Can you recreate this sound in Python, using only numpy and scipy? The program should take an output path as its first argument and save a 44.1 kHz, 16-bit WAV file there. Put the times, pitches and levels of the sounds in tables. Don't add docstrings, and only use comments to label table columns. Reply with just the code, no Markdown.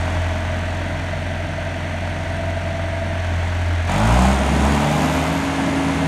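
import sys
import numpy as np
from scipy import signal
from scipy.fft import rfft, irfft, next_fast_len
from scipy.io import wavfile
from scipy.ndimage import uniform_filter1d

SR = 44100
rng = np.random.default_rng(int(sys.argv[2]) if len(sys.argv) > 2 else 0)


def gain_from_db(level_db):
    decades = np.asarray(level_db, float) / 20
    return 10 ** decades


def transcribe(signal):
    frames = np.atleast_2d(signal).T
    limited = np.clip(frames, -1, 1)
    pcm = np.round(limited * 32767).astype(np.int16)
    wavfile.write(sys.argv[1], SR, pcm)


N = 267687


def rms_one(x):
    return x / np.sqrt(np.mean(x ** 2) + 1e-20)


def in_time(rows):
    s, *columns = np.transpose(rows)
    return [np.interp(np.arange(N) / SR, s, c) for c in columns]


def grown(rest_db, gain_db, effort):
    return rest_db + gain_db * effort


def colour(x, spectrum):
    hz, db = np.transpose(spectrum)
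    size = next_fast_len(N)
    grid = np.arange(size // 2 + 1) * SR / size + 1
    gain = gain_from_db(np.interp(np.log(grid), np.log(hz), db, -120, -120))
    return rms_one(irfft(rfft(x, size) * gain, size)[:N])


def drift(rate):
    knots = rng.standard_normal(int(N / SR * 2 * rate) + 2)
    return rms_one(np.interp(np.linspace(0, len(knots) - 1, N), np.arange(len(knots)), knots))


def looped(places, sizes, cycles, scatter_db, jitter_s):
    turns = np.arange(int(cycles[-1]) + 1)[:, None] + places
    at = np.interp(turns, cycles, np.arange(N))
    at = at + jitter_s * SR * rng.standard_normal(turns.shape)
    heights = sizes * gain_from_db(scatter_db * rng.standard_normal(turns.shape))
    heights = heights * (turns < cycles[-1])
    return np.bincount(np.clip(at, 0, N - 1).astype(int).ravel(), heights.ravel(), N)


def shed(x):
    t60_s, tail_level_db, gap_s = 0.46, -9, .008
    t = np.arange(SR // 2) / SR
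    tail = rng.standard_normal(len(t)) * gain_from_db(-60 * t / t60_s) * (t > gap_s)
    tail = tail / np.sqrt(np.sum(tail ** 2))
    return x + gain_from_db(tail_level_db) * signal.fftconvolve(x, tail)[:N]


def rumble(firing_hz):
    # (frequency [Hz], relative level [dB])
    low_spectrum = [(24, -50), (40, -9), (65, -0.5), (118, -2.5), (167, -4), (222, -3), (267, -5.5),
                    (362, -9.5), (420, -17.5), (550, -70), (920, -120)]
    # (frequency [Hz], relative level [dB])
    fan_spectrum = [(50, -24), (100, -12), (167, 1.5), (222, -1.5), (267, -4.5), (362, -9.5), (480, -14),
                    (600, -23)]
    rest_hz, full_hz = 44, 62
    spun_up = np.clip((firing_hz - rest_hz) / (full_hz - rest_hz), 0, 1)
    noise = rng.standard_normal((2, N))
    low = gain_from_db(-34 + 0.5 * drift(5.0)) * colour(noise[0], low_spectrum)
    fan_air = gain_from_db(grown(-45, 19, spun_up) + 2.3 * drift(4.0)) * colour(noise[1], fan_spectrum)
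    return low + fan_air


def whistle(track):
    hz, db, width_hz = in_time(track)
    steps = np.cumsum(width_hz) / SR
    breath = rng.standard_normal((2, int(steps[-1]) + 2))
    sway = [np.interp(steps, np.arange(len(b)), b) for b in breath]
    phase = 2 * np.pi * np.cumsum(hz) / SR
    return gain_from_db(db) * (sway[0] * np.cos(phase) + sway[1] * np.sin(phase))


def turbo():
    # (time [s], centre [Hz], carrier level [dB], noise values per second [Hz])
    main_track = [(3.9, 6000, -75, 1500), (4.1, 7300, -49, 1400), (4.26, 8100, -45, 1200),
                  (4.48, 9300, -47, 1300), (4.7, 10100, -56, 800), (4.95, 11000, -54, 600),
                  (5.25, 11850, -52, 350), (5.68, 10620, -54, 200), (6.07, 10020, -55, 200)]
    # (time [s], centre [Hz], carrier level [dB], noise values per second [Hz])
    rush_track = [(4.55, 11500, -75, 1500), (4.72, 11900, -55, 2500), (5.17, 12200, -52, 1200),
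                  (5.3, 12300, -80, 910)]
    # (time [s], centre [Hz], carrier level [dB], noise values per second [Hz])
    idle_tracks = [
        [(0, 8850, -70, 295), (1.2, 9000, -60, 602), (3.1, 8780, -59, 600), (3.5, 8600, -77, 297),
         (6.07, 9000, -90, 297)],
        [(0, 13800, -83, 250), (.7, 13700, -80, 250), (2.5, 13200, -77, 254), (3.3, 13000, -101.5, 250),
         (6.07, 13000, -99, 250)],
    ]
    return whistle(main_track) + whistle(rush_track) + sum(whistle(track) for track in idle_tracks)


def air(firings, flow, load, climb):
    # (frequency [Hz], relative level [dB])
    idle_spectrum = [(3200, -29), (4400, 7.5), (4900, -4), (5400, 1), (6060, 4), (6700, -3.5), (7600, -5.5),
                     (8400, -4), (8850, -8.5), (9400, -14.5), (10100, -15.5), (11000, -30)]
    # (frequency [Hz], relative level [dB])
    loaded_spectrum = [(3200, -32), (4400, -3.5), (5100, 1), (5900, -1.5), (6650, 5), (7300, 0.5),
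                       (8250, -1.5), (9400, -0.5), (10100, -12), (11000, -30)]
    # (frequency [Hz], relative level [dB])
    top_spectrum = [(9000, -15), (9900, 2.5), (10400, -1), (11000, 3.5), (12000, -2), (13100, -3),
                    (13600, -5.5), (15600, -10)]
    puff_db = 2.6 + .06 * climb
    puff_lag = 0.5
    strength = gain_from_db(2.0 * rng.standard_normal(int(firings[-1]) + 2))
    strength = strength[(firings - puff_lag + .5).astype(int)]
    swell = .5 + .5 * np.cos(2 * np.pi * (firings - puff_lag))
    gate = gain_from_db(puff_db * strength * swell ** 2)
    gate = gate / np.sqrt(uniform_filter1d(gate ** 2, size=SR // 8))
    noise = rng.standard_normal((2, N))
    hiss = (1 - load) * colour(noise[0], idle_spectrum) + load * colour(noise[0], loaded_spectrum)
    hiss = gain_from_db(grown(-48.5, 14.5, flow)) * hiss
    top = gain_from_db(grown(-66, 19, flow)) * colour(noise[1], top_spectrum)
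    return gate * hiss + gate ** 1.55 * top


def contacts(cycles, load):
    # (place in engine cycle [0-1], height over the spread of the lesser contacts [dB])
    tick_table = [(.07, 13), (.31, 12), (.62, 12), (.76, 11), (.86, 18)]
    steady_below_hz = 2600
    each = (rng.random(60) + np.arange(4)[:, None]).ravel() / 4
    ticks, tick_db = np.transpose(tick_table)
    places = np.r_[each, rng.random(200), ticks]
    sizes = np.r_[1.2 * np.tile(rng.standard_normal(60), 4), rng.standard_normal(200), gain_from_db(tick_db)]
    hits = looped(places, sizes, cycles, scatter_db=1.5, jitter_s=.00002)
    hits = hits / np.sqrt(uniform_filter1d(hits ** 2, size=SR // 5))
    loose = .3 + .4 * load
    noise = rng.standard_normal((2, N))
    steady = np.sqrt(1 - loose) * hits + np.sqrt(loose) * noise[0]
    low, high = [signal.butter(3, steady_below_hz, kind, fs=SR, output="sos") for kind in ("low", "high")]
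    return signal.sosfilt(low, steady) + signal.sosfilt(high, noise[1])


def roar(drive, firings, fuel):
    # (frequency [Hz], relative level [dB])
    boom_spectrum = [(560, -10), (680, -20), (760, 2), (860, -1), (980, 0.5), (1100, -9.5), (1350, -10),
                     (1550, -17)]
    burst = .3 + np.exp(-((firings - .2) % 1) / .25)
    return gain_from_db(grown(-49, 22.5, fuel) + 1.0 * drift(17.0)) * colour(burst * drive, boom_spectrum)


def clatter(drive, flow, load):
    # (frequency [Hz], relative level [dB])
    idle_spectrum = [(300, -48), (400, -20.5), (530, -25), (635, -9.5), (770, -19.5), (1000, -22),
                     (1130, -26.5), (1400, -20.5), (1560, -13), (1720, -17.5), (2050, -16), (2430, -22.5),
                     (3400, -27.5), (4400, -37.5), (5000, -55)]
    # (frequency [Hz], relative level [dB])
    loaded_spectrum = [(300, -38), (400, -10.5), (480, -13.5), (600, -2.5), (1200, -13.5), (2300, -15.5),
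                       (3600, -21), (5000, -31)]
    block = (1 - load) * colour(drive, idle_spectrum) + load * colour(drive, loaded_spectrum)
    return gain_from_db(grown(-31.5, 9.5, flow)) * block


def knock(cycles, knock_db):
    # (place in cycle [0-1], relative level [dB])
    blow_table = [(.085, -15), (.325, 0), (.585, -15), (.825, -7)]
    # (frequency [Hz], relative level [dB], 60 dB decay time [s])
    modes = [(606, -8, .12), (634, 0, .1), (660, -5, .12)]
    places, db = np.transpose(blow_table)
    blows = looped(places, gain_from_db(db), cycles, scatter_db=2.0, jitter_s=.00006)
    mounts = signal.butter(2, [590, 695], "band", fs=SR, output="sos")
    blows = signal.sosfilt(mounts, blows)
    ringing = 0
    for hz, level_db, t60 in modes:
        r, w = gain_from_db(-60 / (t60 * SR)), 2 * np.pi * hz / SR
        mode = signal.lfilter([0, np.sin(w)], [1, -2 * r * np.cos(w), r * r], blows)
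        ringing = ringing + gain_from_db(level_db) * mode
    return gain_from_db(knock_db) * ringing / np.sqrt(uniform_filter1d(ringing ** 2, size=SR // 4))


def tones(firing_hz, firings, fuel):
    multiples = [1, 2, 3, 4, 5, 6, 7, 15]
    # (level without fuelling [dB], gain at full fuelling [dB], slow wander [dB])
    order_levels = [(-33.8, 9.9, .3), (-25.4, -1.1, .4), (-42, 19, 1.5), (-44, 18, 1.5), (-51, 21, 1.5),
                    (-40, 8, 1.5), (-45, 10, 1.5), (-42, -8, .5)]
    # (frequency [Hz], gain [dB])
    response = [(42, -3), (44.5, -2.8), (53, -.2), (60, 8.8), (70, 7.2), (74.5, -5.4), (78, 2.8),
                (81, -3.1), (85.5, 4.8), (89, -1.2), (100, -1.5), (112, 7.7), (137, -7), (148, 4.7),
                (163, -5.4), (190, 2.5), (222, 5), (233, -6), (255, -5.6), (295, .9), (315, 1), (345, -9),
                (600, -2)]
    # (time [s], gain [dB])
    hum_swell = [(0, 0), (2.4, -0.6), (3.1, 1), (3.9, 1), (4.4, 1), (5.75, -0.5), (6.07, 5)]
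    # (frequency [Hz], level [dB])
    fan_levels = [(145, -51.5), (151, -36.5), (180, -49), (215, -53), (235, -36), (252, -37), (258, -24.5),
                  (268, -27.5), (274, -24)]
    fan_order = 3.395
    ring_start_s, ring_end_s, ring_fade_s, ring_db = 2.3, 3.22, .35, 12
    t = np.arange(N) / SR
    sings = np.clip(np.minimum(t - ring_start_s, ring_end_s - t) / ring_fade_s + .5, 0, 1)
    levels = []
    for order, (rest_db, gain_db, wander_db) in zip(multiples, order_levels):
        response_db = np.interp(order * firing_hz, *np.transpose(response))
        levels.append(grown(rest_db, gain_db, fuel) + response_db + wander_db * drift(2.5))
    levels[-1] = levels[-1] + ring_db * sings
    levels[1] = levels[1] + in_time(hum_swell)[0]
    levels.append(np.interp(fan_order * firing_hz, *np.transpose(fan_levels)))
    lags = [0.024, 0.3, 0.16, 0.7, 0.21, 0.685, 0.68, 1.0, 0.046]
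    hum = 0
    for order, db, lag in zip(multiples + [fan_order], levels, lags):
        wobble = gain_from_db(min(.3 + .3 * order, 1.5) * drift(10.0))
        hum = hum + np.sqrt(2) * gain_from_db(db) * wobble * np.cos(2 * np.pi * (order * firings - lag))
    return hum


def scene():
    # (time [s], firing rate [Hz])
    speed = [(0.0, 43.2), (0.3, 42.85), (0.85, 44.47), (3.1, 44.48), (3.35, 42.9), (3.6, 43.45),
             (3.86, 42.3), (3.9, 44), (4.0, 53), (4.2, 62.7), (4.3, 66), (4.4, 67.8), (4.65, 69.9),
             (4.9, 74.6), (5.15, 77.4), (5.35, 80.8), (6.07, 80.5)]
    # (time [s], air flow [0-1], fuelling [0-1], panel knock level [dB])
    effort = [(0.0, 0.31, 0.43, -33.5), (0.35, 0.19, 0.24, -35.5), (1.45, 0.01, 0.02, -35.5),
              (2.2, 0.07, 0.01, -38), (3.0, 0.02, 0.09, -34.5), (3.4, 0.17, 0.06, -41),
              (3.87, 0.19, 0.05, -52), (3.9, 0.7, 0.75, -34), (4.12, 0.82, 0.99, -34),
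              (4.26, 0.91, 0.93, -36), (4.4, 0.65, 0.54, -32), (4.53, .7, .42, -29),
              (4.66, 0.79, 0.86, -39), (4.86, 0.76, 0.76, -30), (5.04, .8, 0.61, -49),
              (5.24, 0.72, 0.4, -34), (5.37, 0.58, .4, -35.5), (6.07, 0.54, 0.53, -36)]
    firing_hz, = in_time(speed)
    firings = np.cumsum(firing_hz) / SR
    cycles = firings / 4
    flow, fuel, knock_db = in_time(effort)
    load = np.clip(0.21 + 0.79 * flow, 0, 1)
    climb = np.clip(uniform_filter1d(np.gradient(firing_hz) * SR, size=SR // 5), 0, 40)
    drive = contacts(cycles, load)
    block = knock(cycles, knock_db) + shed(clatter(drive, flow, load) + roar(drive, firings, fuel))
    hiss = air(firings, flow, load, climb)
    return (tones(firing_hz, firings, fuel) + block + rumble(firing_hz) + hiss + turbo())[None]


def roll_off(x):
    return signal.sosfilt(signal.butter(12, 15690, fs=SR, output="sos"), x)


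def record(dry):
    return roll_off(dry)


dry = scene()
out = record(dry)
transcribe(out)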